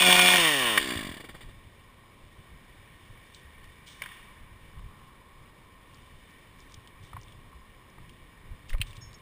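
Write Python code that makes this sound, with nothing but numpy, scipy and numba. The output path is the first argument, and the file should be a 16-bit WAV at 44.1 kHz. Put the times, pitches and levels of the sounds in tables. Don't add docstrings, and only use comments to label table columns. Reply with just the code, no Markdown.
import sys
import numpy as np
from scipy import signal
from scipy.fft import rfft, irfft
from scipy.io import wavfile
from scipy.ndimage import uniform_filter1d
from numba import njit

SR = 44100
rng = np.random.default_rng(int(sys.argv[2]) if len(sys.argv) > 2 else 0)


def volts(x):
    e = np.asarray(x, float) / 20
    return 10 ** e


def inscribe(sig):
    pcm = np.round(np.clip(np.atleast_2d(sig).T, -1, 1) * 32767)
    wavfile.write(sys.argv[1], SR, pcm.astype(np.int16))


N = 406161
T = np.arange(N) / SR

# centre_hz, width_hz, level_db
HOUSING = [(1070, 108, 0.5), (1546, 203, -6.5), (1850, 87, 4), (2293, 129, 1.5), (2934, 334, 3),
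           (3605, 160, 3.5), (4330, 510, -10.5), (5635, 320, -8)]


def unit(x):
    return x / np.sqrt(np.mean(x ** 2))


def noise():
    return rng.standard_normal(N)


def curves(table):
    s, *columns = np.transpose(table)
    return [np.interp(T, s, c) for c in columns]


@njit
def svf(x, hz, widths):
    y, b, l = np.empty(len(x)), 0., 0.
    for i in range(len(x)):
        g, k = np.tan(np.pi * hz[i] / SR), widths[i] / hz[i]
        v = (b + g * (x[i] - l)) / (1 + g * (g + k))
        b, l, y[i] = 2 * v - b, l + 2 * g * v, k * v
    return y


def band(x, hz, width_hz):
    return signal.lfilter(*signal.iirpeak(min(hz, 5950), hz / width_hz, SR), x)


def modes(x, table):
    return sum((-1) ** k * volts(db) * band(x, hz, w) for k, (hz, w, db) in enumerate(table))


def walk(rate_hz, size=N):
    k = int(SR / rate_hz)
    steps = np.repeat(rng.standard_normal(size // k + 1), k)
    return 2.04 * uniform_filter1d(uniform_filter1d(steps, k), k)[:size]


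def add(out, s, x):
    i = int(s * SR)
    out[i:i + len(x)] += x[:len(out) - i]


def fade(t60_s, size=8000):
    t = np.arange(size) / SR
    return t, np.exp(-np.log(1000) * t / max(t60_s, .004))


def steady(x, span_s):
    return x / np.sqrt(uniform_filter1d(x ** 2, int(span_s * SR)) + 1e-4 * np.mean(x ** 2))


def wind():
    # centre_s, peak_db, half_length_s
    gust_rows = [(2.253, -48, 0.043), (2.4, -45, 0.036), (2.54, -39, 0.048), (3.066, -43, 0.072),
                 (3.553, -52, 0.17), (4.207, -45, 0.049), (4.757, -38.5, 0.23), (5.417, -43, 0.055),
                 (5.76, -60, .06), (6.107, -49, 0.14), (6.802, -47, 0.087), (7.22, -44.5, 0.21),
                 (7.57, -58, 0.037), (8.032, -43, 0.065), (8.31, -58, 0.04), (8.528, -35, 0.036),
                 (8.802, -41.5, 0.39), (9.156, -47, .04)]
    calm_db, shake_db, shake_end_s = -51.5, -45, 1.7
    push = volts(calm_db) + volts(shake_db) * np.clip((shake_end_s - T) / 0.18, 0, 1)
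    push = push + sum(volts(db) * np.exp(-((T - s) / half_s) ** 2) for s, db, half_s in gust_rows)
    gusts = band(noise(), 25, 30) + 0.53 * band(noise(), 102, 41)
    gusts = signal.sosfilt(signal.butter(3, 170, fs=SR, output="sos"), gusts)
    return push * volts(-11.0 + 2.54 * walk(32)) * unit(gusts)


def air():
    # time_s, swell_db, head_raised_0_to_1
    background = [(1.5, 0.5, 0.3), (2.0, -1.5, 0.2), (2.4, 0, 0.3), (3.26, 2, 0), (3.85, 2.5, 0.1),
                  (4.13, 7.5, 0.8), (4.4, 1.5, 0.4), (4.9, -0.5, 1), (5.3, -1.5, 0.95), (6.35, 1, 0.6),
                  (7.3, -1, .8), (8.3, -1, 0.5), (8.9, 0, .8)]
    # freq_hz, density_db_per_hz
    floor = [(12, -26), (20, 2.5), (101, 0.5), (559, -10), (710, -15.5), (1040, -13.5), (1380, -34.5),
             (2170, -16.5), (2630, -21), (3500, -21.5), (3940, -22), (5120, -42.5), (5900, -87),
             (7670, -72), (13000, -120)]
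    floor_db, motor_hz, motor_end_s = -57, 112.3, 3.2

    swell_db, raised = curves(background)
    low_db = -64.5 + .4 * swell_db + 4.5 * raised
    upper_db = -61.5 + swell_db - raised
    leaf_db = -66.5 + .8 * swell_db - 0.5 * raised
    hum = volts(low_db + 0.83 * walk(9)) * unit(modes(noise(), HOUSING[:1]))
    hum += volts(upper_db + 0.39 * walk(6.1)) * unit(modes(noise(), HOUSING[1:4]))
    leaves = volts(leaf_db + .8 * walk(8)) * unit(modes(noise(), HOUSING[4:]))

    hz, db = np.transpose(floor)
    log_hz = np.log(np.arange(N // 2 + 1) * SR / N + 1)
    ground = unit(irfft(rfft(noise()) * volts(np.interp(log_hz, np.log(hz), db)), N))

    whine = volts(-80) * unit(band(noise(), 5050, 40))
    for order in (5, 6, 7):
        on = np.clip((motor_end_s - T) / .3, 0, 1) * volts(-79 + 2.5 * walk(2) + 1.5 * (order - 6))
        whine += on * np.sin(2 * np.pi * order * motor_hz * T + walk(4))
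    return hum + leaves + volts(floor_db) * ground + whine


def rustle():
    # start_s, length_s, level_db
    brushes = [(3.334, 0.096, -53.5), (3.86, 0.17, -48), (6.58, 0.11, -58.5), (6.685, .07, -57),
               (7.02, 0.13, -56), (8.681, 0.075, -49), (8.86, 0.11, -53), (8.952, 0.04, -50)]
    attack_s, sag_db = 0.013, -16.5
    gain = 0
    for s, length_s, db in brushes:
        on = np.clip(np.minimum(T - s, s + length_s - T) / attack_s, 0, 1)
        gain = gain + on * volts(db + sag_db * np.clip((T - s) / length_s, 0, 1))
    grains = noise() * volts(0.66 * walk(150))
    return gain * unit(modes(grains, HOUSING[3:]) + 0.74 * band(grains, 4100, 3000))


def helmet():
    # start_s, peak_db, pitch_hz, t60_s
    bumps = [(0.959, -31, 89, 0.069), (2.23, -47.5, 34.8, 0.097), (3.009, -59, 80.7, 0.15),
             (3.1, -47, 113, 0.38), (3.442, -47.5, 72.5, 0.43), (4.565, -53, 54.6, 0.12),
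             (4.772, -42, 32.6, 0.32), (7.141, -37.5, 91.5, 0.086), (7.174, -39.5, 120, 0.11),
             (7.543, -43.5, 62.7, 0.25), (7.959, -54, 140, 0.11), (8.506, -36, 65.4, 0.06),
             (8.799, -26.5, 102, 0.053), (8.81, -30, 32.4, 0.15), (8.979, -39, 106, 0.063),
             (9.02, -41.5, 115, 0.078)]
    # start_s, level_db, rise_s, t60_s
    rings = [
        (9.008, -47.5, 0.019, 0.25),
        (9.143, -47, 0.006, 0.053),
    ]
    ring_hz = 5386
    out = np.zeros(N)
    for s, db, hz, t60_s in bumps:
        t, decay = fade(t60_s)
        bump = np.sin(2 * np.pi * hz * t) * decay * (1 - np.exp(-t / 0.0058))
        add(out, s, volts(db) * bump / abs(bump).max())

    shove_s, shove_db, rise_s, swing_s, shove_hz = 8.7465, -17.5, .004, .028, 13
    t = T - shove_s
    out -= volts(shove_db) * np.tanh(t / rise_s) * np.exp(-(t / swing_s) ** 2) * np.cos(t * 2 * np.pi * shove_hz)

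    for s, db, rise_s, t60_s in rings:
        t, decay = fade(t60_s, size=16000)
        add(out, s, volts(db) * 2 * np.sin(2 * np.pi * ring_hz * t) * decay * np.clip(t / rise_s, 0, 1))
    return out


def ticks():
    clips = 0.016, [(3.3458, -37.5, 4080), (5.9449, -45.5, 5060), (6.3061, -50, 5640), (6.6029, -46, 5560),
             (6.7206, -44, 5560), (6.7421, -36, 5800), (7.0364, -49, 5630), (7.2135, -45, 5620),
             (7.2325, -42, 5830), (7.9009, -52, 5350), (9.1306, -44, 4080), (9.1411, -41, 4900),
             (9.186, -55, 5400)]
    rope = .024, [(1.494, -74, 2960), (3.6416, -47, 2800), (6.7421, -41, 3520), (6.8738, -41, 3350),
            (7.2823, -44.5, 3420), (7.3213, -45, 3340), (8.094, -44, 2920), (8.6951, -37, 2950),
            (8.8697, -43, 3590), (8.9072, -44, 3820), (8.9306, -41, 2850), (8.9474, -51, 2880),
            (8.967, -42, 3450)]
    bark = 0.029, [(3.465, -49, 1800), (4.015, -44, 560), (4.697, -53, 1070), (4.734, -50, 1100),
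            (4.77, -49, 1100), (4.791, -46, 1090), (7.131, -34.5, 1160), (7.166, -32, 990),
            (7.528, -48, 1110), (7.982, -42.5, 1050), (8.702, -35.5, 1850), (8.731, -32, 2020),
            (8.737, -43, 3000), (8.782, -42, 2500), (8.816, -32.5, 4050), (8.83, -39, 3000),
            (8.74, -38.5, 546), (8.747, -35.5, 1110), (8.805, -37, 2600)]
    out = np.zeros(N)
    for t60_s, rows in (clips, rope, bark):
        for s, db, hz in rows:
            t, decay = fade(t60_s)
            burst = rng.standard_normal(len(t)) * decay
            wide = band(band(burst, 1.37 * hz, 0.86 * hz), 1.37 * hz, 0.86 * hz)
            tick = band(band(burst, hz, 0.35 * hz), hz, 0.35 * hz) + 0.25 * wide
            if hz < 2400:
                tick = tick + 0.16 * modes(burst, HOUSING[:4])
            add(out, s, volts(db) * tick / abs(tick).max())
    return out


def knocks():
    # start_s, peak_db, pitch_hz, echo_db, shell_share_0_to_1
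    knock_rows = [
        (.774, -7.5, 1930, -27, 0.23),
        (4.018, -21, 1800, -30.5, 0),
        (4.035, -33, 1840, -37, 0),
        (4.059, -28.5, 1850, -34, 0.9),
        (4.088, -39, 1860, -26, .2),
        (4.116, -39.5, 1890, -17, .2),
        (8.8142, -15.5, 2650, -41.5, 0.98),
    ]
    cycles, forest_t60_s = 61, 1
    out, wet = np.zeros(N), np.zeros(N)
    for s, db, hz, echo_db, shell in knock_rows:
        t, decay = fade(cycles / hz)
        crack = rng.standard_normal(len(t)) * decay * np.clip(t / 0.0017, 0, 1)
        airborne = modes(crack, HOUSING[:4]) - 0.33 * band(crack, *HOUSING[0][:2])
        airborne = airborne + 0.48 * modes(crack, HOUSING[4:])
        airborne = band(airborne, hz, 800) + 2.4 * airborne + 0.29 * band(crack, 670, 250)
        carried = band(band(crack, hz, 1100), hz, 1200) + 0.14 * band(crack, 0.88 * hz, 840)
        crack = (1 - shell) * airborne + shell * carried + 0.033 * crack
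        add(out, s, volts(db) * crack / abs(crack).max())
        add(wet, s + .01, np.array([volts(db + echo_db)]))
    t, decay = fade(forest_t60_s, size=44100)
    trunks = unit(band(modes(rng.standard_normal(len(t)), HOUSING), 1600, 2700)) * decay
    return out + signal.fftconvolve(wet, trunks)[:N]


def muffler_puffs(hz, lit, braked, turn, since_s, chance):
    # centre_hz, width_hz, level_db
    muffler = [(190, 350, 13.5), (697, 28, 29), (1450, 410, -56)]
    free_width_hz, braked_width_hz, slow_hz, soft_hz = 520, 165, 39.4, 45
    puff_hz = np.clip(4.92 * hz, 248, 370)
    narrow_hz = np.clip(braked_width_hz * (slow_hz / hz) ** 2, braked_width_hz, 400)
    width_hz = free_width_hz + braked * (narrow_hz - free_width_hz)

    weak_db = (turn % 2) * (2.5 + 4 * abs(walk(22)))
    fired = volts(1.7 * chance - weak_db) * np.exp(-since_s / 0.00028)
    fired = band(fired, 610, 340) + 1.6 * modes(fired, muffler) + .5 * band(fired, 300, 70)
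    fired = signal.sosfilt(signal.butter(4, 140, "highpass", fs=SR, output="sos"), fired)

    pumped = volts(.9 * chance) * np.exp(-since_s / 0.00024) * np.clip(hz / soft_hz, 0, 1) ** 2
    turbulence = np.clip(12 / hz - .05, 0, 1) * since_s / .004 * np.exp(-since_s / .005)
    pumped = pumped + turbulence * noise()
    port = 0.44 * band(pumped, 578, 113) + .5 * modes(pumped, HOUSING[:4])
    pumped = svf(svf(pumped, puff_hz, 1.4 * width_hz), puff_hz, 1.4 * width_hz) + port
    return lit * steady(fired, 0.19) + (1 - lit) * steady(pumped, 0.18)


def links_and_fins(turns, lit):
    firing_db = {10: -4, 14: -41, 15: -40.5, 16: -1, 19: -30.5, 21: -36.5, 22: -30.5, 24: 3.6, 26: 7.4, 27:
                 5.2, 31: 0.45, 37: 4.6, 38: 3.9, 40: -4.5}
    weak_db, fan_fins, free_db = -20, 13, 2.5
    angle = np.pi * turns[:SR // 2]
    size = len(angle)
    loaded = np.zeros(size)
    for k in range(9, 41):
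        level = volts(firing_db.get(k, weak_db) + 2.1 * walk(31.7, size=size))
        loaded += level * np.sin(k * angle + 0.77 * walk(49.6, size=size) + 2 * np.pi * rng.random())
    loaded = np.pad(loaded, (0, N - size))

    orders = np.arange(37)
    weight = (orders > 5) + 1.3 * np.exp(-((orders - fan_fins) / 1.2) ** 2)
    pattern = irfft(weight * np.exp(2j * np.pi * rng.random(len(orders))))
    strikes = np.interp(turns % 1 * 72, np.arange(73), np.append(pattern, pattern[0]))
    free = modes(strikes, HOUSING[:6])
    free = free - .7 * band(free, 1560, 220) - .4 * band(free, 2230, 200) - .3 * band(free, 3450, 300)
    return lit * steady(loaded, .1) + (1 - lit) * steady(free, .08) * volts(free_db + 1.1 * walk(25))


def gas_flow(hz, lit, braked, turn, since_s, chance):
    loaded_share, coasting_share, braked_share = 0.75, 0.39, .75
    burst_db = lit * (3.9 * (turn % 2) + 1.8 * chance) + 1.6 * chance
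    gas = volts(burst_db) * since_s * np.exp(-since_s / (0.0011 - 0.0006 * lit + 0.14 / hz))
    gas = gas / uniform_filter1d(gas, int(.15 * SR))
    share = lit * loaded_share + (1 - lit - braked) * coasting_share + braked * braked_share
    share = np.clip(share, 0, 1)
    return (share * gas + 1 - share) * noise()


def saw():
    # time_s, turns_per_s
    crank = [(.36, 180.8), (0.63, 124.5), (0.776, 99.45), (0.81, 68.9), (1.03, 50.98), (1.14, 37.93),
             (1.22, 24.2), (1.32, 17.7), (1.5, 10.61)]
    # time_s, rasp_db
    saw_level = [(0, -23), (.08, -19.5), (.35, -21), (.5, -26.5), (.78, -33), (.92, -36), (1.1, -44),
                 (1.25, -54.5), (1.55, -57.5)]
    # centre_hz, width_hz, level_db
    case = [(1750, 170, 3), (2350, 150, -1), (2850, 70, 1), (3450, 200, 1), (4700, 200, -4)]
    ignition_off_s, brake_s = .385, .7742
    bite_hz, bite_s = 5, .04

    (hz,), (rasp_db,) = curves(crank), curves(saw_level)
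    hz = hz + bite_hz * np.exp(-T / bite_s)
    octaves = np.log2(crank[0][1] / hz)
    braked = np.clip((T - brake_s) / .03, 0, 1)
    lit = np.clip((ignition_off_s - T) / 0.012, 0, 1)
    puff_db = rasp_db - 7 + 4 * np.clip(octaves, 0, 8.1 - 1.63 * octaves)
    chain_db = rasp_db - 9.5 - 1.5 * octaves - 6 * braked
    whirr_db = -12 * braked

    turns = np.cumsum(hz) / SR
    turns = turns - turns[int(brake_s * SR)] - .07
    turn = np.floor(turns).astype(int)
    turn, since_s = turn - turn[0], turns % 1 / hz
    chance = rng.standard_normal((turn[-1] + 1, 2))[turn].T

    puffs = muffler_puffs(hz, lit, braked, turn, since_s, chance[0])
    whirr = links_and_fins(turns, lit)
    flow = gas_flow(hz, lit, braked, turn, since_s, chance[1])
    rasp = (1 - .72 * braked) * steady(modes(flow, HOUSING[:6]), 0.51)
    rasp += .9 * braked * steady(modes(flow, case), .3)
    rasp += volts(whirr_db) * whirr
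    chain = steady(modes(flow + 1.24 * noise(), HOUSING[6:]), 0.047)
    on = np.clip((1.56 - T) / 0.13, 0, 1)
    return on * (volts(puff_db) * puffs + volts(rasp_db) * rasp + volts(chain_db) * chain)


def scene():
    return (wind() + air() + rustle() + helmet() + ticks() + knocks() + saw())[None]


def roll_off(x):
    return signal.sosfilt(signal.butter(12, 16300, fs=SR, output="sos"), x)


def record(dry):
    held_rate_hz, repeat, top_hz = 12000, 8, 15350
    slow = signal.resample_poly(dry, held_rate_hz // 300, SR // 300, axis=1)
    stairs = np.repeat(slow, repeat, axis=1)
    held = signal.resample_poly(stairs, SR // 300, held_rate_hz * repeat // 300, axis=1)
    held = np.pad(held, ((0, 0), (0, 8)))[:, :N]
    held = signal.sosfilt(signal.ellip(10, .2, 70, top_hz, fs=SR, output="sos"), held)
    return roll_off(held)


dry = scene()
out = record(dry)
inscribe(out)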